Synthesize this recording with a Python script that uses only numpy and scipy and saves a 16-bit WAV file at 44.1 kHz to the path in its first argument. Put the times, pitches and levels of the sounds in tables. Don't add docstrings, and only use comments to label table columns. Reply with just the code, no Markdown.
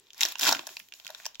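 import sys
import numpy as np
from scipy import signal
from scipy.fft import rfft, irfft
from scipy.io import wavfile

SR = 44100
rng = np.random.default_rng(int(sys.argv[2]) if len(sys.argv) > 2 else 0)


def store_pcm(level_fs):
    pcm = np.round(np.clip(level_fs, -1, 1) * 32767).astype(np.int16)
    wavfile.write(sys.argv[1], SR, np.atleast_2d(pcm).T)


def level_to_linear(level):
    exponent = np.asarray(level, float) / 20
    return 10 ** exponent


N = 61739

# (frequency [Hz], density [dB per Hz])
HUSH_SPECTRUM = [(30, -5), (150, -8.5), (400, -7), (650, -12), (2000, -20), (3600, -8), (9000, -51),
                 (14000, -29)]
HUSH_DB = -73
HUM_HZ, HUM_WIDTH_HZ, HUM_DB, HUM_FADE_S = 403, 110, -73.5, 0.16

# (frequency [Hz], decay by 60 dB [s])
ROOM_DECAY = [(200, 0.43), (1000, 0.26), (8000, 0.13)]
ROOM_DB, TABLE_DB, TABLE_S = -13, -3.5, .002
# (frequency [Hz], gain [dB])
TABLE_COLOUR = [(450, 0), (850, -2), (1600, 0.5), (2450, -2.5), (3150, 1), (4200, 0)]
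# (frequency [Hz], gain [dB])
PORT_COLOUR = [(40, -5), (130, 1), (7400, 0), (8100, -9.5), (8600, -18.5), (9300, -12.5), (11500, -6)]
EDGE_HZ, RIGHT_DB = 16000, 1
APART, APART_HZ = 1.61, 1820
DRIFT_S_PER_S = 1e-4

# (time [s], level [dB], pitch [Hz])
PACK_THUMPS = [
    (0.248, -50.5, 345),
    (0.438, -46.5, 236),
    (0.481, -38.5, 288),
    (0.511, -40, 257),
    (0.556, -46, 273),
    (.59, -50, 345),
    (.705, -59.5, 368),
    (.81, -67, 188),
    (1.05, -65.5, 168),
    (1.396, -47, 275),
]
THUMP_S = .005

# (start [s], length [s], level [dB])
FINGER_SLIDES = [
    (0.691, 0.35, -47.5),
    (0.941, 0.21, -52),
    (1.172, 0.16, -50.5),
]
# (frequency [Hz], gain [dB])
SLIDE_SPECTRUM = [(500, -6.5), (2500, -3), (5600, 4), (14000, 5.5)]

# (time [s], peak level [dB], pitch [Hz])
CARD_KNOCKS = [(0.2095,-20.5,2140), (0.2515,-25.5,1770), (.2515,-38,720), (0.355,-33.5,960),
               (0.4113,-32,1570), (0.4315,-22.5,1560), (0.4445,-23,1560), (0.461,-20,1510),
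               (0.4735,-23,1530), (0.4913,-19,940), (.4915,-18,1414), (0.5105,-23.5,935), (0.5232,-14,794),
               (0.5315,-20,1500), (.5317,-21.5,616), (0.549,-25,1470), (0.5925,-31,1110), (0.634,-41,680),
               (.669,-40.5,830), (0.6905,-48,710), (0.7686,-43.5,990), (0.9225,-46,1570), (1.1033,-43,720),
               (1.2548,-36,1660), (1.2634,-32,950)]
# (time [s], peak level [dB], pitch [Hz])
LOOSE_CARDS = [
    (1.1, -41, 730),
    (1.1, -44.5, 632),
    (.47, -26, 1300),
]
# (time [s], peak level [dB], pitch [Hz])
TWIN_CREASES = [(0.2085,-23,3700), (0.214,-16.5,2890), (0.2328,-15,3380), (0.3552,-23,2845),
                (0.4112,-23,2980), (0.4323,-24,3700), (0.453,-22,3000), (.485,-20.5,3100),
                (0.5062,-37,3490), (0.5262,-21.5,3950), (0.5925,-23.5,2660), (0.7686,-25.5,2630),
                (0.7983,-45,3000), (.8015,-36,2170), (0.9225,-34,2790), (0.9375,-38,2800),
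                (1.2475,-37,2340), (1.2551,-35.5,2780), (1.2636,-28.5,2930)]
# (time [s], peak level [dB], pitch [Hz])
SMALL_CREASES = [(0.214,-16.5,5700), (0.2328,-12.5,5660), (0.431,-16.5,5640), (0.4574,-25,5150),
                 (0.491,-16.5,5700), (0.506,-24.5,5530), (.5265,-13.5,5530), (0.552,-34,5400),
                 (0.95,-44,7000), (1.255,-25.5,7600), (1.26,-38,4630), (1.263,-28,6230)]
KNOCK_DB, KNOCK_WIDTH_HZ = -2.5, 175
TWIN_DB, TWIN_WIDTH_HZ = -2, 314
LOOSE_DB, LOOSE_WIDTH_HZ = 0, 60
KNOCK_CUT_HZ = 520

# (time [s], crackle level [dB])
HAND_PULL = [(0, -64.5), (0.126, -65.5), (0.193, -46.5), (0.216, -36.5), (0.323, -41.5), (.345, -53),
             (0.378, -52), (0.417, -34), (0.484, -25), (0.528, -35.5), (0.598, -47), (0.657, -54),
             (0.698, -48), (0.862, -70), (.915, -74), (.95, -62), (1.035, -60), (1.08, -55), (1.27, -52),
             (1.34, -63)]
# (frequency [Hz], gain [dB])
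CRACKLE_SPECTRUM = [(60, -21), (280, -1), (480, -7.5), (750, 4), (1500, 1), (3300, 3), (5700, -1),
                    (12000, -2.5)]
CRACKLES_PER_S, SPREAD_DB, SLACK_SPREAD_DB = 4000, 4.5, 1.5
SLACK_TILT_DB = 11.5

# (time [s], peak [dB], crease pitch [Hz], card thud [dB], fizz [dB])
PULL_SNAPS = [(0.0692, -45.5, 3900, -29, -33), (0.086, -51.5, 3780, -18, -24), (0.105, -34, 3240, -43, -43),
              (0.1325, -35, 5400, -39, -12), (0.1455, -36, 5600, -7.5, -11), (0.1795, -35, 5000, -14, -3),
              (0.1945, -32.5, 2010, -14.5, -20), (0.2082, -7.5, 5430, -23, -11),
              (0.214, -8, 3700, -25, -15), (0.2207, -29, 3520, -25, 9), (0.2268, -12.5, 3270, -12.5, -22),
              (0.2325, -6, 3700, -29, -10), (0.2519, -10.5, 5720, -6.5, -11.5),
              (0.2593, -15.5, 3680, -27, -8), (0.2857, -26, 5460, -24, -0.5), (0.322, -27, 3900, -22, 1),
              (0.3558, -26.5, 2820, 3.5, -48), (0.3847, -29, 5680, -24, -3), (0.3934, -24, 5550, -1, -2),
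              (0.3963, -17.5, 5230, -39, -6)]
# (time [s], peak [dB], crease pitch [Hz], card thud [dB], fizz [dB])
TEAR_SNAPS = [(0.4107, -15.5, 3660, -2, -4), (0.4174, -17.5, 3960, -11.5, -5),
              (0.426, -20, 5970, -26, -10.5), (0.432, -11, 3130, -6.5, -10), (0.4368, -21, 3900, -13, 4.5),
              (0.4442, -12.5, 5650, -16, -9.5), (0.4526, -17.5, 5470, -26, -5),
              (0.46, -19, 3240, -2.5, -24.5), (0.4683, -11, 4370, 3.5, -17), (0.473, -11, 3640, -8, -14),
              (0.477, -19, 3240, 5, -8), (0.4831, -11.5, 3220, -0.5, -6.5), (0.4883, -19, 3000, -35, -19),
              (0.4913, -4, 4420, -10, -12.5), (0.5015, -24.5, 5700, 6, -19), (0.5074, -20, 3350, -20, -22),
              (0.5127, -14.5, 4390, 1, -5.5), (0.5229, -15.5, 5100, 2, -12), (0.526, -7, 4700, -18, -10.5),
              (0.5314, -23.5, 3920, 3.5, -30), (0.5493, -16, 2950, -6.5, -38.5),
              (0.5684, -23, 1700, -7, -29), (0.5928, -26, 2480, 5.5, -37)]
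# (time [s], peak [dB], crease pitch [Hz], card thud [dB], fizz [dB])
SETTLING_SNAPS = [(0.6691, -20.5, 5220, -15, -8), (0.6736, -23, 7100, -1, -7),
                  (0.6909, -29.5, 2830, -1, -17), (0.7686, -21.5, 4600, -15.5, -13),
                  (0.7935, -45.5, 5700, 4, 15), (0.7993, -29.5, 2680, -35, -6.5),
                  (0.8863, -41.5, 2970, -22, -3.5), (0.9229, -32, 2900, -18, -18),
                  (0.9379, -29, 4370, -12, -10.5), (0.9992, -34, 1940, -1, -14),
                  (1.0482, -32, 3420, -9, -9), (1.0556, -33.5, 3800, 0, -15),
                  (1.067, -23, 2800, -10.5, -16), (1.0778, -29, 4640, -24, -7.5),
                  (1.0913, -40, 4000, 10.5, -16), (1.1036, -30, 3930, 3.5, -7), (1.1481, -26, 3700, 0, -19),
                  (1.2003, -45, 1880, 15, -6), (1.2478, -33, 6000, -18, -15), (1.255, -20, 4900, -9.5, -17),
                  (1.2635, -17, 5420, -7, -9), (1.3463, -32, 4050, -20, -17), (1.3544, -30, 3080, -15, -25),
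                  (1.3977, -19.5, 6270, -28, -19)]
# (frequency [Hz], width [Hz], level [dB])
FILM_MODES = [(2480, 960, 16), (3700, 3700, 19), (5490, 360, 19), (7550, 1100, -1)]
# (frequency [Hz], width [Hz], level [dB])
CARD_MODES = [(660, 180, 0), (1000, 300, -4), (1550, 300, 3)]
SNAP_S, SHIVER, CLEAN_DB = .001, .5, 14
CREASE_WIDTH_HZ, FILM_DB = 800, -3
FIZZ_HZ, FIZZ_S = 8400, .0012
SNAP_LIFT_DB, CARD_LIFT_DB, FIZZ_LIFT_DB = -1.5, -5, 8


def evened(x):
    return x / np.sqrt(np.mean(x ** 2) + 1e-20)


def peaked(x):
    return x / np.max(abs(signal.hilbert(x.mean(0))))


def read(points, hz):
    f, value = np.transpose(points)
    return np.interp(np.log(hz + 1), np.log(f + 1), value)


def coloured(x, gain_db):
    return irfft(rfft(x) * level_to_linear(gain_db), x.shape[-1])


def high_passed(x, order, cut_hz):
    return signal.sosfilt(signal.butter(N=order, Wn=cut_hz, btype="high", fs=SR, output="sos"), x)


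def ring(x, hz, width):
    b, a = signal.iirpeak(np.clip(hz, 20, SR / 2.2), np.clip(hz / width, .3, 99), fs=SR)
    return signal.lfilter(b, a, x)


def rings(x, modes):
    return sum(level_to_linear(db) * ring(x, hz, width) for hz, width, db in modes)


def paired(size):
    own = high_passed(rng.standard_normal((2, size)), 2, APART_HZ)
    return rng.standard_normal(size) + APART * own


def hush():
    noise = rng.standard_normal(N) * 1.4 + rng.standard_normal((2, N))
    hz = np.fft.rfftfreq(N, 1 / SR)
    return level_to_linear(HUSH_DB) * evened(coloured(noise, read(HUSH_SPECTRUM, hz)))


def hum():
    once = ring(rng.standard_normal(N), HUM_HZ, HUM_WIDTH_HZ)
    tone = ring(once, HUM_HZ, HUM_WIDTH_HZ)
    return level_to_linear(HUM_DB) * evened(tone) * np.exp(-np.arange(N) / SR / HUM_FADE_S)


def space(x):
    size = SR // 2
    taps = np.zeros((2, size))
    at = np.arange(200, size - 20, 20) + rng.integers(0, 20, (2, (size - 201) // 20))
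    np.put_along_axis(taps, at, rng.choice([-1., 1.], at.shape), 1)
    hz, t, bands = signal.stft(taps, SR, nperseg=256)
    fade = level_to_linear(-60 * t / read(ROOM_DECAY, hz)[:, None])
    tail = signal.istft(bands * fade, SR, nperseg=256)[1][:, :size]

    near = np.zeros((2, size))
    close = rng.integers(25, 400, (2, 9))
    echoes = rng.choice([-1., 1.], close.shape) * np.exp(-close / SR / TABLE_S)
    np.put_along_axis(near, close, echoes, 1)

    room = level_to_linear(ROOM_DB) * tail / np.linalg.norm(tail[0])
    table = level_to_linear(TABLE_DB) * near / np.linalg.norm(near[0])
    return signal.fftconvolve(x, room + table, axes=1)[:, :N]


def thumps():
    t, out = np.arange(2048) / SR, np.zeros(N + 2048)
    push = t / THUMP_S * np.exp(1 - t / THUMP_S)
    for s, db, hz in PACK_THUMPS:
        tone = np.sin(2 * np.pi * hz * t) + 0.23 * np.sin(2 * np.pi * .5 * hz * t)
        out[round(s * SR):][:2048] += level_to_linear(db) * push * tone
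    return out[:N]


def slides():
    t, shape = np.arange(N) / SR, np.zeros(N)
    for s, length, db in FINGER_SLIDES:
        u = np.clip((t - s) / length, 0, 1)
        shape += level_to_linear(db) * np.minimum(u / 0.034, 1) * (1 - u) ** 2.14
    hz = np.fft.rfftfreq(N, 1 / SR)
    return shape * evened(coloured(paired(N), read(SLIDE_SPECTRUM, hz)))


def tones(rows, lift_db, width_hz):
    out, t = np.zeros(N + 1024), np.arange(1024) / SR
    shape = (1 - np.exp(-t / 0.0002)) * np.exp(-np.pi * width_hz * t)
    shape = shape / shape.max()
    for s, db, hz in rows:
        at = round(s * SR)
        out[at:at + 1024] += level_to_linear(db + lift_db) * shape * np.sin(2 * np.pi * hz * t)
    return high_passed(out[:N], 4, KNOCK_CUT_HZ)


def crackle():
    level_db = np.interp(np.arange(N) / SR, *np.transpose(HAND_PULL))
    slack = np.clip((-32 - level_db) / 16, 0, 1)
    spread_db = SPREAD_DB + (SLACK_SPREAD_DB - SPREAD_DB) * slack
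    size = level_to_linear(spread_db * np.minimum(rng.exponential(1, N), 4))
    size *= rng.random(N) < CRACKLES_PER_S / SR
    size *= rng.choice([-1., 1.], N)

    kind = rng.integers(0, 24, N)
    out, t = np.zeros((2, N)), np.arange(256) / SR
    for k in range(24):
        grain = paired(256) * np.exp(-t / 0.00033)
        out += signal.oaconvolve((size * (kind == k))[None], grain, axes=1)[:, :N]
    hz = np.fft.rfftfreq(N, 1 / SR)
    out = evened(coloured(out, read(CRACKLE_SPECTRUM, hz)))
    low = signal.sosfilt(signal.butter(N=2, Wn=1200, fs=SR, output="sos"), out)
    lost_bass = low * (1 - level_to_linear(-SLACK_TILT_DB * slack))
    return (out - lost_bass) * level_to_linear(level_db)


def snap(db, hz, card_db, fizz_db):
    t = np.arange(1024) / SR
    kick = SHIVER * paired(1024) * np.exp(-t / SNAP_S)
    first = rng.integers(0, 4, 2)
    kick[[0, 1], first] += 2
    flip = kick.copy()
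    flip[[0, 1], first // 2] += level_to_linear(CLEAN_DB)

    crease = peaked(ring(flip, hz, CREASE_WIDTH_HZ))
    film = peaked(ring(rings(kick, FILM_MODES), hz, 2.56 * hz))
    bright = high_passed(crease + level_to_linear(FILM_DB) * film, 2, 1200)
    cards = high_passed(rings(kick, CARD_MODES), 3, 600)
    spit = paired(1024) * t * np.exp(-2 * t / FIZZ_S)
    fizz = high_passed(spit, 4, FIZZ_HZ)

    sound = peaked(bright)
    sound = sound + level_to_linear(card_db + CARD_LIFT_DB) * peaked(cards)
    sound = sound + level_to_linear(fizz_db + FIZZ_LIFT_DB) * peaked(fizz)
    return level_to_linear(db + SNAP_LIFT_DB) * sound


def snaps():
    out = np.zeros((2, N + 2048))
    for s, *row in PULL_SNAPS + TEAR_SNAPS + SETTLING_SNAPS:
        sound = snap(*row)
        at = round(s * SR)
        late = at + max(round(DRIFT_S_PER_S * (s - .5) * SR), 0)
        out[0, at:at + 1024] += sound[0]
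        out[1, late:late + 1024] += sound[1]
    return out[:, :N]


def scene():
    film = snaps() + crackle() + slides() + thumps()
    film += tones(CARD_KNOCKS, KNOCK_DB, KNOCK_WIDTH_HZ)
    film += tones(TWIN_CREASES + SMALL_CREASES, TWIN_DB, TWIN_WIDTH_HZ)
    film += tones(LOOSE_CARDS, LOOSE_DB, LOOSE_WIDTH_HZ)
    hz = np.fft.rfftfreq(N, 1 / SR)
    heard = coloured(film + space(film), read(PORT_COLOUR, hz) + read(TABLE_COLOUR, hz))
    return heard * level_to_linear(np.array([[0], [RIGHT_DB]])) + hush() + hum()


def roll_off(x):
    return signal.sosfilt(signal.butter(12, 16970, fs=SR, output="sos"), x)


def record(dry):
    taps = signal.firwin(255, EDGE_HZ, window=("kaiser", 5), fs=SR)
    mix = signal.oaconvolve(np.tanh(dry), taps[None], "same")
    return roll_off(mix)


dry = scene()
out = record(dry)
store_pcm(out)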